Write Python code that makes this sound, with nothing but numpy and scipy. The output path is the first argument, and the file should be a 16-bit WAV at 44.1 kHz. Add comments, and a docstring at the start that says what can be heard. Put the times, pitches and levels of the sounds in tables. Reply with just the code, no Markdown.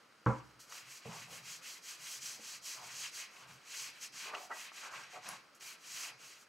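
"""A plastic bottle is set down hard on a covered workbench in a bare workshop: clicks and chatter ring its modes.
Sleeve or rag rustles; then a rag is wiped back and forth over a leather steering wheel rim: swelling grain noise.
As it goes on the wheel scuffs and bumps on the bench, which rumbles, and two fibres whistle briefly.
Later, knuckles and rag snap on the rim more often; echoes and faint air noise lie under everything."""
import sys
import numpy as np
from scipy import signal
from scipy.fft import rfft, irfft
from scipy.io import wavfile

SR = 44100
rng = np.random.default_rng(int(sys.argv[2]) if len(sys.argv) > 2 else 0)


def persist_wave(psi):
    """Save psi, clipped to +-1, as 16-bit WAV."""
    counts = np.round(np.clip(psi, -1, 1) * 32767).astype(np.int16)
    wavfile.write(sys.argv[1], SR, np.atleast_2d(counts).T)


N = 285768

# Spectra of the fibre hiss and of the leather body: (frequency [Hz], relative density [dB per Hz])
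FIBRE_SPECTRUM = [(1940, -31), (3300, -6.5), (3540, -13), (4390, -7), (4900, -7.5), (6280, -3.5),
                  (8410, -9), (9330, -14.5), (10700, -10.5), (15600, -20.5)]
LEATHER_SPECTRUM = [(530, -123), (900, -8), (1130, -5.5), (1280, -5), (1440, -3), (2520, 4.5), (3530, -2),
                    (3700, -2.5), (4810, -10.5), (8140, -120)]
LINT_HZ = 8220   # the finest fibre ends sound above this


def rag():
    """Friction noise: fibres skipping over the grain hiss, finest ends highest; the padded leather answers lower."""
    fibres = coloured(FIBRE_SPECTRUM, spread_db=2.0, patchy_db=0.88, side_db=-15.0)
    lint = rms_one(butter_filter(5, LINT_HZ, "high", fibres))
    weave = rms_one(butter_filter(5, LINT_HZ, "low", fibres))
    leather = coloured(LEATHER_SPECTRUM, spread_db=1.5, patchy_db=2.0, side_db=6)
    out = np.sqrt(stroke_power("hiss")) * weave
    out += np.sqrt(stroke_power("lint")) * lint
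    return out + np.sqrt(stroke_power("body")) * leather


# Strokes of the rag (the first two rows: rustle of sleeve or rag before the wiping):
# (start [s], length [s], share of the length before top speed [1],
# pointedness, small = long hold at the top [1], fibre hiss level [dB], finest fibres against the hiss [dB],
# leather body against the hiss [dB], share of the length before the leather is loudest [1])
RAG_STROKES = [(0.255, 0.17, 0.15, 0.51, -64, -13, 0, 0.3), (0.417, 0.22, 0.2, 2.0, -73.5, -8, -6, 0.36),
               (0.591, 0.14, 0.13, 2.3, -58.7, -5.5, -13, 0.12),
               (0.647, 0.246, 0.44, 2.9, -52.5, -7, -4.5, 0.49),
               (0.821, 0.2, 0.59, 1.37, -53, -7, -4, 0.52),
               (0.949, 0.33, 0.72, 0.81, -55, -7.9, -0.5, 0.67),
               (1.241, 0.199, 0.54, 1.9, -53, -5.5, -2.5, 0.55),
               (1.399, 0.22, 0.53, 1.56, -50, -8.5, -4.5, 0.48),
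               (1.607, 0.21, 0.44, 1.35, -50.5, -7.5, -3, 0.36),
               (1.806, 0.17, 0.54, 0.98, -49.5, -8.5, -4.5, 0.62),
               (1.95, 0.25, 0.68, 0.68, -46.5, -7.5, -6.5, 0.56),
               (2.196, 0.195, 0.39, 0.88, -46.5, -9, -7.5, 0.37),
               (2.319, 0.28, 0.69, 1.08, -48, -9, -6, 0.68),
               (2.608, 0.25, 0.33, 2.24, -46, -8.5, -7.5, 0.4),
               (2.795, 0.28, 0.26, 2.5, -53.5, -9, -2.5, 0.22),
               (2.83, 0.28, 0.69, 0.99, -46, -10, -5, 0.62),
               (3.097, 0.21, 0.39, 2.5, -46.5, -9.5, -3.5, 0.44),
               (3.238, 0.23, 0.67, 0.84, -62.5, -7.5, 2.8, 0.75),
               (3.467, 0.29, 0.12, 2.9, -62, -7, 1.7, 0.06),
               (3.554, 0.38, 0.67, 1.67, -45.5, -9, -5.5, 0.66),
               (3.911, 0.13, 0.6, 0.4, -65.3, -5, 5, 0.17),
               (3.976, 0.12, 0.55, 2.3, -46.5, -9.5, -6.5, 0.49),
               (4.115, 0.2, 0.5, 0.9, -48.5, -9.7, -1, 0.55),
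               (4.246, 0.24, 0.74, 0.97, -56, -7.5, 1.2, 0.27),
               (4.438, 0.3, 0.56, 2.8, -51.5, -7, 0.4, 0.63), (4.716, 0.191, 0.46, 1, -52, -10.3, 1, 0.48),
               (4.899, 0.32, 0.19, 2.8, -56.5, -10.5, 3.4, 0.19),
               (5.086, 0.15, 0.34, 2.5, -57.5, -11, 1.5, 0.35), (5.187, 0.25, 0.45, 2.6, -53, -11, 0, 0.39),
               (5.545, 0.084, 0.11, 2.9, -65.0, -4, -11, 0.12),
               (5.595, 0.17, 0.45, 0.94, -51.5, -5.5, -2, 0.35),
               (5.729, 0.39, 0.73, 1.05, -45, -8, -4.5, 0.73),
               (6.177, 0.23, 0.39, 1.34, -56, -8.5, -2, 0.3), (6.29, 0.16, 0.77, 0.8, -63, -8, -8, 0.8)]
# the leather swells broader than the hiss, its top earlier or later from stroke to stroke;
# the finest fibres swell slightly narrower
BODY_SHARPNESS, LINT_SHARPNESS, BODY_START_SHIFT_S = 0.63, 1.04, 0.0088


def stroke_power(layer):
    """Power addition: all strokes together in the hiss, the finest fibres ("lint") or the leather ("body")."""
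    start, length, share, pointed, hiss_db, lint_db, body_db, body_share = np.transpose(RAG_STROKES)
    if layer == "body":
        body_rows = np.c_[start + BODY_START_SHIFT_S, length, body_share]
        return from_db(2 * (hiss_db + body_db)) @ swells(body_rows, BODY_SHARPNESS * pointed)
    if layer == "lint":
        return from_db(2 * (hiss_db + lint_db)) @ swells(RAG_STROKES, LINT_SHARPNESS * pointed)
    return from_db(2 * hiss_db) @ swells(RAG_STROKES, pointed)


# Slides of the wheel on the bench:
# (start [s], length [s], share of the length before the top [1], level [dB], centre [Hz])
WHEEL_SLIDES = [(.68, 0.18, 0.32, -60, 1240), (1.05, 0.084, 0.17, -52, 520), (1.08, 0.19, 0.23, -51.5, 910),
                (1.265, 0.24, 0.21, -59.5, 790), (2.33, 0.11, 0.6, -66, 630), (2.73, 0.23, 0.34, -56, 960),
                (3.29, 0.47, 0.31, -62, 1250), (4.22, .13, 0.52, -50.5, 820), (4.31, 0.18, 0.16, -47, 820),
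                (4.495, 0.16, 0.096, -49, 880), (4.76, .16, 0.68, -51.5, 1460),
                (4.89, 0.31, 0.17, -51.5, 1450), (5.12, 0.091, 0.45, -51.5, 670),
                (5.21, 0.2, 0.45, -50.5, 1150), (6.0, 0.19, 0.44, -59.5, 1170)]
SCUFF_SHARPNESS = 1.97
DRAG_DB, DRAG_HZ = -12.5, 1370   # every stroke also drags the wheel a little; level against the leather body


def scuff():
    """Friction-driven resonance: coarse slips ring the low rim modes, most those near the moving centre."""
    drag_power = from_db(2 * DRAG_DB) * stroke_power("body")
    level, centre_hz = level_and_centre(WHEEL_SLIDES, SCUFF_SHARPNESS, drag_power, DRAG_HZ)
    out, power = np.zeros((2, N)), np.zeros(N)
    for hz, _, t60 in [mode for mode in RIM_MODES if mode[0] < 1800]:
        near = np.exp(-(np.log2(hz / centre_hz) / 0.88) ** 2)
        near = near * from_db(2.2 * drift(3.3))
        slips = grains(3.8) + 0.39 * grains(1.8) * np.array([[1], [-1]])   # common part and side part
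        out += near * rms_one(ring(slips, hz, 0.5 * t60))   # half the free decay time
        power += near ** 2
    out = butter_filter(4, 330, "high", out)   # the ring is too thin to radiate bass
    return level * out / np.sqrt(power)


# Knuckles and rag snapping on the rim:
# (time [s], level [dB], favoured frequency [Hz], spread [octaves], chatter decay time [s per 60 dB])
RIM_TAPS = [(.721, -47, 2400, 1.3, 0.02), (3.752, -42, 430, 0.26, .08), (4.334, -38.5, 1100, 1.1, 0.04),
            (4.344, -41, 2520, 0.94, 0.041), (4.352, -38.5, 746, 0.33, 0.38),
            (4.503, -42.5, 950, 0.87, 0.064), (4.508, -38, 1890, 0.65, 0.1),
            (4.717, -55, 1500, 1.5, 0.0061), (4.82, -46, 1330, 0.4, 0.12), (4.93, -45, 1280, 0.87, 0.069),
            (5.152, -44, 800, 1.2, 0.09), (5.2846, -51, 5500, 1.7, 0.0049), (5.2889, -44, 4000, 2.8, 0.007),
            (5.608, -55, 3980, 1.3, 0.0078)]
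# Modes of the wheel rim: (frequency [Hz], level [dB], free decay time [s per 60 dB])
RIM_MODES = [(446, -17, 0.11), (452, -9, 0.17), (630, -15, 0.04), (732, -8.5, 0.091), (882, -20, 0.031),
             (1025, -7.5, 0.036), (1140, -10, 0.032), (1326, 3, 0.019), (1492, -16, 0.043),
             (1602, -10.5, 0.051), (1920, -2, 0.03), (2280, -14, 0.023), (2830, 3.5, 0.0066),
             (4470, -15, .006), (5820, 10.5, 0.0087), (8400, -6, .004), (10500, 1, 0.0092)]


def rim_taps():
    """Modal excitation by impact: knuckles and rag set the rim modes ringing."""
    return struck(RIM_TAPS, RIM_MODES, spread_db=5.0, chatter_db=19.5, split=0.062, click_db=-28, rise_share=0.16)


# A fibre catches and whistles: (time [s], peak level [dB], frequency [Hz], decay time [s per 60 dB])
FIBRE_WHISTLES = [(2.257, -35.5, 5700, .02), (5.035, -48, 5680, 0.017)]


def squeaks():
    """Narrow-band resonance: a few milliseconds of slipping drive one resonator."""
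    out = np.zeros(N)
    for start, db, hz, t60 in FIBRE_WHISTLES:
        force = rng.standard_normal(SR // 20) * (np.arange(SR // 20) < .008 * SR)
        tone = ring(force, hz, t60)
        out[round(start * SR):][:len(tone)] += from_db(db) * tone / np.abs(tone).max()
    return out


# Blows on the bench, before the gain over time:
# (time [s], level [dB], favoured frequency [Hz], spread [octaves], chatter decay time [s per 60 dB])
BENCH_BLOWS = [(.2622, -34.5, 900, 3.7, 0.24), (.279, -39, 288, 1.75, 0.38), (1.056, -53, 318, 1.5, 0.037),
               (1.088, -44, 182, 0.22, 0.032), (1.325, -59.5, 493, 1.4, 0.022),
               (2.39, -60, 360, 0.87, 0.059)]
# Modes of the bench: (frequency [Hz], level [dB], free decay time [s per 60 dB])
BENCH_MODES = [(64.6, -6, 1), (123.2, 5.5, 0.47), (133.4, -13, 0.5), (168, -0.5, 0.13), (218.2, -6.5, 0.28),
               (304, -2.5, 0.095), (356, -32, 0.17), (457, -5.5, 0.081), (526, -5.5, 0.086),
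               (646, -20, 0.1), (795, -14, 0.13), (899, -12, 0.073), (982, -2.5, 0.029), (1103, 0, 0.019),
               (1110, -26, 0.062), (1153, -2, 0.028), (1303, -8.5, 0.073), (1377, -3, 0.042),
               (1540, -23, 0.054), (1530, -12, 0.028), (1810, -21, 0.066), (2160, -24, 0.078),
               (2440, -21, 0.057), (2510, -22, 0.036)]
# Gain of the bench sound over time: the boom drops suddenly at 0.33 s, and later bumps come back louder:
# (time [s], gain [dB])
BENCH_GAIN = [(0, 12), (.328, 8.5), (.345, -4.5), (.9, -12), (1.0, 4.5)]
CONTACT_HZ = 2630   # the cover softens each blow


def bench_blows():
    """Modal excitation by impact: the blows ring the bench modes; the soft cover low-passes the sound."""
    bench = struck(BENCH_BLOWS, BENCH_MODES, spread_db=1.5, chatter_db=15.5, split=0.062, click_db=-1, rise_share=.01)
    gain_s, gain_db = np.transpose(BENCH_GAIN)
    bench *= from_db(np.interp(np.arange(N) / SR, gain_s, gain_db))
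    return butter_filter(2, CONTACT_HZ, "low", bench)


# Weight shifts on the bench top:
# (start [s], length [s], share of the length before the top [1], level [dB], centre [Hz])
WEIGHT_SHIFTS = [(.8, 0.15, 0.44, -69, 135), (1.04, 0.84, .12, -62.5, 151), (1.95, .16, .45, -71.5, 145),
                 (2.13, 0.21, 0.41, -73.5, 148), (2.3, 0.12, 0.56, -74, 186), (2.48, 0.19, .55, -69, 152),
                 (2.76, 0.18, 0.43, -70, 140), (2.9, 0.33, 0.088, -66, 138), (3.38, .1, 0.51, -72, 149),
                 (3.46, 0.17, 0.3, -60.5, 132), (3.72, .22, 0.61, -73.5, 149), (4.0, 0.41, 0.51, -76, 160),
                 (4.88, 0.26, 0.41, -71, 152), (5.13, .12, 0.57, -70.5, 151), (5.25, 0.21, .2, -66, 190),
                 (5.82, .21, 0.42, -75, 154), (6.05, 0.15, 0.49, -72, 130), (6.18, 0.13, 0.6, -73.5, 156)]
LOAD_SHARPNESS = 1.25
REST_DB, REST_HZ = -82.5, 177   # between shifts the bench barely stirs


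def rumble():
    """Forced vibration: shifting weight stirs the lowest bench modes, most those near where it presses."""
    level, centre_hz = level_and_centre(WEIGHT_SHIFTS, LOAD_SHARPNESS, from_db(2 * REST_DB), REST_HZ)
    out, power = np.zeros(N), np.zeros(N)
    for hz, _, t60 in [mode for mode in BENCH_MODES if mode[0] < 280]:
        near = np.exp(-(np.log2(hz / centre_hz) / 0.5) ** 2)
        out += near * rms_one(ring(grains(4.65), hz, 0.77 * t60))
        power += near ** 2
    return level * out / np.sqrt(power)


# Reverberation of the workshop: (frequency [Hz], decay time [s per 60 dB])
WORKSHOP_DECAY = [(100, 0.61), (500, 0.33), (1300, 0.4), (3000, 0.46), (9000, 0.16)]
SHOP_DB, SHOP_SIDE_DB = -4, -5


def workshop(x):
    """Diffuse reverberation: noise builds up, then dies octave by octave; both ports hear mostly the same walls."""
    t = np.arange(SR) / SR
    white, echoes = rng.standard_normal((2, SR)), 0
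    for low in 45 * 2. ** np.arange(8):
        band = butter_filter(2, [low, 2 * low], "band", white)
        echoes = echoes + band * from_db(-60 * t / at_hz(WORKSHOP_DECAY, low * np.sqrt(2)))
    mid, side = echoes * np.minimum(t / 0.0034, 1) / np.sqrt(0.016 * SR)
    side = from_db(SHOP_SIDE_DB) * butter_filter(1, 350, "high", side)   # long waves reach both ports alike
    return signal.fftconvolve(x[None], np.array([mid + side, mid - side]), axes=1)[:, :N]


# Spectrum of the air noise: (frequency [Hz], relative density [dB per Hz])
AIR_SPECTRUM = [(18, -76), (30, -18), (133, -15.5), (169, -21), (203, -9.5), (292, -7), (370, -8.5),
                (592, -7), (877, -10), (1330, -2), (1690, -8.5), (5620, -17), (15600, -34.5)]
AIR_DB = -64


def air():
    """Stationary broadband noise: a wide, faint bed whose bands flicker."""
    return from_db(AIR_DB) * coloured(AIR_SPECTRUM, spread_db=2.5, patchy_db=0.94, side_db=6.0)


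def struck(blows, modes, spread_db, chatter_db, split, click_db, rise_share):
    """Impact on a modal body: a click and a dying chatter of small contacts ring a favoured range of modes."""
    out, t = np.zeros(N), np.arange(SR // 2) / SR
    chatter_t = t[:SR // 5]
    for start, db, centre_hz, octaves, chatter_s in blows:
        rise = np.minimum((t + 1 / SR) / (rise_share * chatter_s + 1 / SR), 1)
        for k, (hz, mode_db, t60) in enumerate(modes):
            noise = rng.standard_normal(len(chatter_t)) / np.sqrt(chatter_s * SR)
            force = np.zeros(len(t))
            force[:len(chatter_t)] = from_db(chatter_db - 60 * chatter_t / chatter_s) * noise
            force *= min(hz / 700, 1)   # small contacts are too light to move the low modes
            force *= rise
            force[0] = (-1) ** k * from_db(click_db)
            # a weaker twin a little higher blurs the ring
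            pair = ring(force, hz, t60) + 0.12 * ring(force, hz * (1 + split), t60)
            favoured = np.exp(-(np.log2(hz / centre_hz) / octaves) ** 2)
            gain = from_db(db + mode_db + spread_db * rng.standard_normal())
            out[round(start * SR):][:len(t)] += favoured * gain * pair
    return out


def swells(rows, sharpness):
    """Half-sine motion: speed rises and falls, leaning early or late; one power curve a row, top 1."""
    out = np.zeros((len(rows), N))
    for power, (start, length, share, *_), sharp in zip(out, rows, sharpness * np.ones(len(rows))):
        u = np.arange(round(length * SR)) / (length * SR)
        warp = np.log(.5) / np.log(np.clip(share, .05, .95))   # puts the top at the given share
        speed = np.abs(np.sin(np.pi * u ** warp))
        span = power[round(start * SR):][:len(u)]
        span += speed[:len(span)] ** (2 * max(sharp, .2))
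    return out


def level_and_centre(rows, sharpness, steady_power, steady_hz):
    """Incoherent addition: motions add in power, and the centre is their power-weighted mean."""
    table = np.array(rows)
    power = from_db(2 * table[:, 3:4]) * swells(rows, sharpness)
    steady_power = steady_power + 1e-18
    total = power.sum(axis=0) + steady_power
    return np.sqrt(total), (table[:, 4] @ power + steady_hz * steady_power) / total


# Stereo width before each source's own offset: (frequency [Hz], side against mid [dB])
STEREO_WIDTH = [(60, -2), (150, -18), (500, -12.5), (1000, -15), (2500, -19.5), (3600, -14), (5000, -8.5)]


def coloured(spectrum, spread_db, patchy_db, side_db):
    """Spectral shaping: stereo grains, rms 1, whose neighbouring bands flicker partly together."""
    hz = np.arange(N // 2 + 1) * SR / N
    mid, side = rfft([grains(spread_db), grains(spread_db)]) * from_db(at_hz(spectrum, hz))
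    side = side * from_db(at_hz(STEREO_WIDTH, hz) + side_db)
    pair = np.array([mid + side, mid - side])
    place = 1.57 * np.log2(hz + 1)
    out, together = 0, drift(20)
    for k in range(3):   # three interleaved combs of bands
        comb = np.cos(np.pi * (place - k) / 3) ** 2
        flicker_db = patchy_db * (0.8 * together + drift(30))
        out = out + irfft(pair * comb, N) * from_db(flicker_db)
    return rms_one(out)


def grains(spread_db):
    """Stick-slip as a random series: one tiny slip per sample, random in sign, long-tailed in size."""
    size = from_db(spread_db * np.minimum(rng.exponential(1, N), 6))
    return size * rng.choice([-1, 1], N)


def ring(x, hz, t60):
    """Damped resonator: a unit click sets a decaying sine of starting height 1 ringing."""
    r, w = from_db(-60 / (t60 * SR)), 2 * np.pi * hz / SR
    return signal.lfilter([0, np.sin(w)], [1, -2 * r * np.cos(w), r * r], x + 1e-18)


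def drift(rate):
    """Low-passed chance: noise at every 40th sample through a double one-pole filter, rms 1."""
    r = np.exp(-80 * np.pi * rate / SR)
    slow = signal.lfilter([1], [1, -2 * r, r * r], rng.standard_normal(N // 40 + 2002))[2000:]
    return np.interp(np.arange(N) / 40, np.arange(len(slow)), rms_one(slow))


def butter_filter(order, hz, kind, x):
    """Maximally flat (Butterworth) filtering."""
    return signal.sosfilt(signal.butter(order, hz, kind, fs=SR, output="sos"), x)


def from_db(db):
    """Decibel law: level to amplitude factor."""
    return 10 ** (np.asarray(db) / 20)


def rms_one(x):
    """Normalisation to unit effective value."""
    return x / np.sqrt(np.mean(x ** 2) + 1e-20)


def at_hz(points, hz):
    """Interpolation along a logarithmic frequency axis."""
    points_hz, values = np.transpose(points)
    return np.interp(np.log(np.maximum(hz, 1)), np.log(points_hz), values)


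BENCH_LEFT_DB, BENCH_BASS_HZ = -1.7, 200   # the boom of the bench leans right
WALL_LOW_HZ = 220   # the walls return little of the boom


def scene():
    """Superposition: direct sounds, their echoes and the air add linearly."""
    rubbing = rag() + scuff()
    taps = butter_filter(2, 350, "high", rim_taps() + squeaks())
    bench = bench_blows()
    top = bench + rumble()
    boom = butter_filter(1, BENCH_BASS_HZ, "low", top)
    hits = top - boom + boom * from_db([[BENCH_LEFT_DB], [-BENCH_LEFT_DB]]) + taps
    to_walls = bench + taps + from_db(-1.5) * rubbing[0]
    walls = workshop(butter_filter(2, WALL_LOW_HZ, "high", to_walls))
    return hits + rubbing + from_db(SHOP_DB) * walls + air()


LOW_CUT_HZ, DIP_HZ, DIP_WIDTH_HZ, DIP_SHARE = 93, 3560, 400, 0.6
OVERLOAD = .13   # amplitude at which peaks saturate
MONO_ABOVE_HZ, CUTOFF_HZ = 5250, 15780


def record(dry):
    """Sound as heard: thin bass, a dip near 3.6 kHz, rounded peaks, mono above 5.25 kHz, nothing above 15.8 kHz."""
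    x = butter_filter(2, LOW_CUT_HZ, "high", dry)
    mid, side = (x[0] + x[1]) / 2, (x[0] - x[1]) / 2
    dip = signal.iirpeak(DIP_HZ, DIP_HZ / DIP_WIDTH_HZ, SR)
    mid = mid - DIP_SHARE * signal.lfilter(*dip, mid)
    mid, side = OVERLOAD * np.tanh(np.array([mid, side]) / OVERLOAD)
    side = signal.sosfiltfilt(signal.ellip(8, .3, 45, MONO_ABOVE_HZ, fs=SR, output="sos"), side)
    top_cut = signal.ellip(16, .3, 70, CUTOFF_HZ, fs=SR, output="sos")
    return signal.sosfilt(top_cut, [mid + side, mid - side])


dry = scene()
out = record(dry)
persist_wave(out)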